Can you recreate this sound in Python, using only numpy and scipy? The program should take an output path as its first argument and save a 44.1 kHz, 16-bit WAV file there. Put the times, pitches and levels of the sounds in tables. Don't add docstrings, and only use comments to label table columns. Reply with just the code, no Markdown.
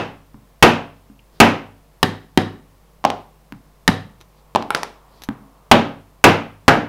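import sys
import numpy as np
from scipy import signal
from scipy.fft import rfft, irfft
from scipy.io import wavfile

SR = 44100
rng = np.random.default_rng(int(sys.argv[2]) if len(sys.argv) > 2 else 0)


def digitize_waveform(pressure):
    field = np.atleast_2d(pressure).T
    bounded = np.clip(field, -1, 1)
    quanta = np.round(bounded * 32767).astype(np.int16)
    wavfile.write(sys.argv[1], SR, quanta)


N = 303408
EDGE_HZ = 15800
KNOCK_SAMPLES = 32768
T = np.arange(KNOCK_SAMPLES) / SR
HZ = np.fft.rfftfreq(KNOCK_SAMPLES, 1 / SR)


def amp(db):
    return 10 ** (np.asarray(db) / 20)


def unit(x):
    return x / np.sqrt(np.sum(x ** 2) + 1e-20)


def curve(points, hz):
    point_hz, db = np.transpose(points)
    return np.interp(np.log(hz + 1), np.log(point_hz + 1), db)


def decay(t, t60):
    return np.exp(-np.log(1000) * t / np.maximum(t60, 1e-3))


def add(mix, start_s, sound):
    start = round(start_s * SR)
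    sound = sound[max(-start, 0):]
    part = mix[max(start, 0):][:len(sound)]
    part += sound[:len(part)]


def impulse(gain_db):
    log_gain = np.log(amp(np.r_[gain_db, gain_db[-2:0:-1]]))
    return irfft(np.exp(np.conj(signal.hilbert(log_gain)))[:len(HZ)])


def through(x, response):
    return signal.fftconvolve(x, response)[:KNOCK_SAMPLES]


def noise(colour):
    hz = np.fft.rfftfreq(N, 1 / SR)
    spectrum = rfft(rng.standard_normal(N)) * amp(curve(colour, hz))
    return np.sqrt(N) * unit(irfft(spectrum, N))


def room_tone(air_db, waver):
    # freq_hz, gain_db
    air_colour = [(20, -11), (45, -13.5), (75, -20), (110, -12.5), (160, -6.5), (260, -18.5), (600, -16.5),
                  (1100, -29), (1800, -27), (3000, -30.5), (7000, -35), (15500, -34.5), (17000, -61.5)]
    # pitch_hz, level_db
    hum_tones = [(49.3, -54.5), (150.7, -64.5), (468, -74), (5179, -85.5)]
    t = np.arange(N) / SR
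    swell_db = 8 * np.exp(-((t - 5.2) / .8) ** 2)
    mids = noise([(200, -21.5), (450, -4.0), (1100, 2.5), (1700, -17), (4000, -30.5), (16000, -48)])
    out = amp(air_db) * noise(air_colour) + amp(-63.5 + swell_db) * mids
    for hz, db in hum_tones:
        drift = np.interp(t, np.linspace(0, t[-1], 30), rng.standard_normal(30))
        out += amp(db) * np.sqrt(2) * np.sin(2 * np.pi * hz * t + waver * np.sqrt(hz) * drift)
    return out


def room_reverb(wet_db, t60_s=0.38, absorbed_hz=10300):
    # freq_hz, gain_db
    tail_colour = [(60, -11.5), (250, 2.5), (1000, -4.5), (3000, -7), (15000, -9.5)]
    # delay_s, gain
    echoes = [(.0031, 0.17), (.0052, -.15), (0.0122, .15), (0.0147, .18)]
    # pitch_hz, gain_db, t60_s
    standing_waves = [(97.9, 7.5, 0.68), (125.5, 6, 0.51), (160, 9.5, 0.5), (226.2, 5.5, 0.42),
                      (275.3, -0.5, 0.58), (293, -4, .4), (400, -12, 0.27)]
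    band_hz, t, bands = signal.stft(rng.standard_normal(KNOCK_SAMPLES), SR, nperseg=256)
    band_t60 = t60_s / np.hypot(1, band_hz / absorbed_hz)[:, None]
    bands = bands * decay(t, band_t60) * amp(curve(tail_colour, band_hz))[:, None]
    bands *= np.sqrt(2 * np.log(1000) / (t60_s * SR))
    fade_in = 1 - np.exp(-(T / 0.011) ** 2)
    response = signal.istft(bands, SR, nperseg=256)[1][:KNOCK_SAMPLES] * fade_in
    for delay_s, gain in echoes:
        add(response, delay_s, gain * signal.windows.hann(11) / 5)
    for hz, db, t60 in standing_waves:
        envelope = decay(T, t60)
        response += amp(db) * 2 * envelope / envelope.sum() * np.cos(2 * np.pi * hz * T)
    return amp(wet_db) * response


def bench_thud():
    # pitch_hz, level_db, t60_s
    modes = [(52.5, -13.5, 0.048), (101.54, -14.5, 0.53), (138, -8.5, 0.061), (189.3, -9, 0.052)]
    thud = np.zeros(KNOCK_SAMPLES)
    for k, (hz, db, t60) in enumerate(modes):
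        attack = 1 - np.exp(-2 * hz * T)
        thud += (-1) ** k * amp(db) * unit(np.sin(2 * np.pi * hz * T) * decay(T, t60) * attack)
    return thud


def timbre(crack, modes, ring_db):
    power = unit(amp(curve(crack, HZ))) ** 2
    for hz, db, t60 in modes:
        width_hz = 2.2 / max(t60, 1e-3)
        peak = HZ / np.hypot(HZ ** 2 - hz ** 2, HZ * width_hz) / np.hypot(1, HZ / (2 * hz))
        power += (amp(db + ring_db) * unit(peak)) ** 2
    return 10 * np.log10(power)


def knocks(contacts, modes, crack, ring_db, rattle_db, rattle_t60, wet_db, clack_hz=3000):
    out = np.zeros(N)
    body_db, bench = timbre(crack, modes, ring_db), bench_thud()
    octaves = np.log2(np.clip(HZ, 200, EDGE_HZ) / clack_hz)
    clack_band = np.exp(-(octaves / 0.39) ** 2)
    for start_s, level_db, tilt, thud_db, clack_db in contacts:
        strike = unit(impulse(body_db + tilt * octaves + clack_db * clack_band))
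        blow = strike + amp(thud_db) * bench
        rattle = unit(through(strike, rng.standard_normal(KNOCK_SAMPLES) * decay(T, rattle_t60)))
        sound = blow + amp(rattle_db) * rattle + through(blow, room_reverb(wet_db))
        add(out, start_s, amp(level_db) * np.sqrt(SR / 100) * sound)
    return out


def leather_slides():
    # start_s, length_s, level_db
    slides = [(1.3, 0.14, -55.5), (4.333, 0.11, -61.5), (5.045, 0.27, -55.5)]
    # freq_hz, gain_db
    friction_colour = [(300, 3.5), (2500, -13), (4600, -6), (6500, -20), (15000, -27.5)]
    pressure = np.zeros(N)
    for start_s, length_s, db in slides:
        add(pressure, start_s, amp(db) * np.hanning(int(length_s * SR)))
    return pressure * noise(friction_colour)


def prong_ticks():
    # start_s, level_db, clack_db
    ticks = [(1.1927, -54, 22.5), (4.2056, -52, -0.5), (4.2122, -46.5, -1), (5.2207, -44.5, 0),
             (5.2367, -39.5, 1.5)]
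    # pitch_hz, level_db, t60_s
    modes = [(3925, -0.5, .006), (6074, 0.5, .006)]
    # freq_hz, gain_db
    crack = [(200, -11), (1500, -4), (3500, -1.5), (6000, -4), (8500, -10), (12000, 2), (16000, -18.5)]
    typical_db, typical_tilt, tilt_per_db, thud_db = -45.5, -4.5, 0.45, -13.5
    contacts = [(s, db, typical_tilt + tilt_per_db * (db - typical_db), thud_db, clack_db)
                for s, db, clack_db in ticks]
    return knocks(contacts, modes, crack, ring_db=-5.5, rattle_db=-0.5, rattle_t60=0.06,
                  wet_db=-7, clack_hz=2742)


def tool_seatings():
    # start_s, level_db, tilt_db_per_octave, thud_db
    seatings = [(0.344, -37, -4.5, -2), (1.10, -43.5, -5.5, -6), (3.5235, -35, 2, 0.5),
                (5.2888, -20.5, 0.2, -6.5)]
    # pitch_hz, level_db, t60_s
    modes = [(209, -2, 0.16), (275, -2, 0.14), (820, -13, 0.033), (990, -15, 0.034), (1976, -25, 0.015)]
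    # freq_hz, gain_db
    crack = [(60, 0), (250, 7), (500, -7.5), (1000, -0.5), (2000, -8), (4000, -19.5), (7000, -32.5),
             (15000, -34)]
    settle_s, clack_db = .0235, 4.5
    contacts = []
    for s, db, tilt, thud_db in seatings:
        contacts += [(s, db, tilt, thud_db, clack_db),
                     (s + settle_s, db - 6, tilt - 5, thud_db, 0)]
    return knocks(contacts, modes, crack, ring_db=3.5, rattle_db=-4.5, rattle_t60=0.015,
                  wet_db=-3, clack_hz=1450)


def awl_down():
    # start_s, level_db, tilt_db_per_octave
    rocks = [(4.7487, -16, 0.54), (4.7718, -35.5, 0), (4.8324, -26.5, 1.8)]
    # pitch_hz, level_db, t60_s
    modes = [(400, -10, .03), (680, -7, .04), (845, 0, .06), (1030, -6, .04), (1350, -4, .04),
             (2250, -9, .025), (5300, -11, .02)]
    # freq_hz, gain_db
    crack = [(60, -27), (200, 0.5), (450, 9), (1000, 8.5), (3000, -1.5), (5500, -5), (7500, -14.5),
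             (11000, -16.5), (15000, -34)]
    land_s, land_db, land_tilt, thud_db, clack_db = 4.7054, -18, 1.8, -18.5, -14.5
    tap = knocks([(land_s, land_db, land_tilt, thud_db, clack_db)], modes, crack,
                 ring_db=0.5, rattle_db=-2, rattle_t60=0.02, wet_db=0.5, clack_hz=5700)
    clicks = knocks([(s, db, tilt, thud_db, 0) for s, db, tilt in rocks], modes, crack,
                    ring_db=-11, rattle_db=1.0, rattle_t60=0.021, wet_db=1.5)
    return tap + clicks


def mallet_down():
    # head_lands_s, head_db, handle_db, weight_db, flight_s, bounce_db
    landings = [(3.0505, -6.5, -22.5, -5.5, .0517, -19.5), (4.5593, -9, -15.5, 0.5, .0656, -30.5)]
    # pitch_hz, level_db, t60_s
    modes = [(253.5, 2.5, 0.02), (413, -9, 0.12), (603, -0.5, 0.032), (782, 7.5, 0.019), (870, -5.5, 0.036),
             (1030, 2, 0.022), (1090, -8.5, 0.021), (1950, -27.5, 0.026), (2680, -21, 0.013)]
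    # freq_hz, gain_db
    crack = [(60, -18), (300, 7), (1000, 5), (1500, -5), (3000, 1), (5500, -10.5), (8000, -24),
             (15000, -41)]
    handle_lead_s, land_tilt, bounce_tilt, thud_db = .0091, 0.6, 2.8, -19
    contacts = []
    for s, head_db, handle_db, weight_db, flight_s, bounce_db in landings:
        contacts += [(s - handle_lead_s, handle_db, land_tilt, thud_db, weight_db),
                     (s, head_db, land_tilt, thud_db, weight_db),
                     (s + flight_s, bounce_db, bounce_tilt, thud_db, weight_db)]
    return knocks(contacts, modes, crack, ring_db=-0.5, rattle_db=-3.5, rattle_t60=0.019,
                  wet_db=-3, clack_hz=240)


def awl_blows():
    # start_s, level_db, tilt_db_per_octave, weight_db, rebound_drop_db
    blows = [(2.0296, -7, 1.65, 1, 12.5), (2.3750, -6, 0.27, 3, 12.5), (3.8779, -7, 1.97, -9, 5.5)]
    # pitch_hz, level_db, t60_s
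    modes = [(205, -8.5, 0.087), (248.2, -1, 0.019), (391, -6, 0.032), (498.3, -10, 0.035), (749, -9, 0.11),
             (892, -9, 0.038), (1160, -8.5, 0.017), (1790, -4, .011), (1970, -15, 0.044),
             (2940, -14, 0.024), (3200, -14, 0.053), (3830, -10.5, .012), (5080, -22, .04)]
    # freq_hz, gain_db
    crack = [(60, -6.5), (300, -13), (600, 1.5), (1100, 3.5), (1800, -1.5), (2600, -4), (4000, -6),
             (7500, -19.5), (11500, -20.5), (15000, -32)]
    thud_db, rebound_s, rebound_thud_db = -7, .0108, 1
    contacts = []
    for s, db, tilt, weight_db, drop_db in blows:
        contacts += [(s, db, tilt, thud_db, weight_db),
                     (s + rebound_s, db - drop_db, tilt - 6, rebound_thud_db, weight_db)]
    return knocks(contacts, modes, crack, ring_db=1, rattle_db=-0.5, rattle_t60=0.017,
                  wet_db=-3, clack_hz=337)


def chisel_blows():
    # start_s, level_db, clack_hz
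    blows = [(-.135, 8.65, 2900), (0.6255, 7.8, 2800), (1.4017, 7.56, 2600), (5.7137, 5.2, 3450),
             (6.2406, 7.6, 2500), (6.6804, 5.4, 1650)]
    # pitch_hz, level_db, t60_s
    modes = [(166, -4, 0.032), (232, -8, 0.26), (283, -4.5, 0.023), (287, -4, 0.062), (380, -16.5, 0.22),
             (474, -8.5, 0.17), (548, -9.5, 0.19), (692.5, -9, 0.21), (798, -10, 0.15), (784, -7, 0.028),
             (840, -6.5, 0.042), (962, -4, 0.034), (1140, -15.5, 0.025), (1243, -6.5, 0.042),
             (1334, -10, 0.084), (1551, -4.5, 0.02), (1760, -13.5, 0.028), (2193, -15, 0.0056),
             (2600, -12.5, 0.079), (3026, -16, 0.05)]
    # freq_hz, gain_db
    crack = [(60, -11), (250, 0.5), (800, 2), (1600, -4.5), (2700, -7.5), (4000, -16), (6000, -22),
             (8500, -32.5), (12000, -30), (15000, -44.5)]
    full_blow_db, thud_db = 7.5, -14
    out = np.zeros(N)
    for s, db, clack_hz in blows:
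        force_db = db - full_blow_db
        tilt = 1.32 + 0.45 * force_db
        clack_db = 3.5 - 0.66 * force_db
        out += knocks([(s, db, tilt, thud_db, clack_db)], modes, crack,
                      ring_db=-8.5, rattle_db=-1.5, rattle_t60=0.046, wet_db=-1, clack_hz=clack_hz)
    return out


def scene():
    blows = chisel_blows() + awl_blows()
    handling = tool_seatings() + mallet_down() + awl_down() + prong_ticks() + leather_slides()
    return (blows + handling + room_tone(air_db=-57, waver=.04))[None]


def record(dry):
    clipped = dry / (1 + dry ** 8) ** (1 / 8)
    low_pass = signal.ellip(10, .1, 70, EDGE_HZ, fs=SR, output="sos")
    return signal.sosfilt(low_pass, clipped)


dry = scene()
out = record(dry)
digitize_waveform(out)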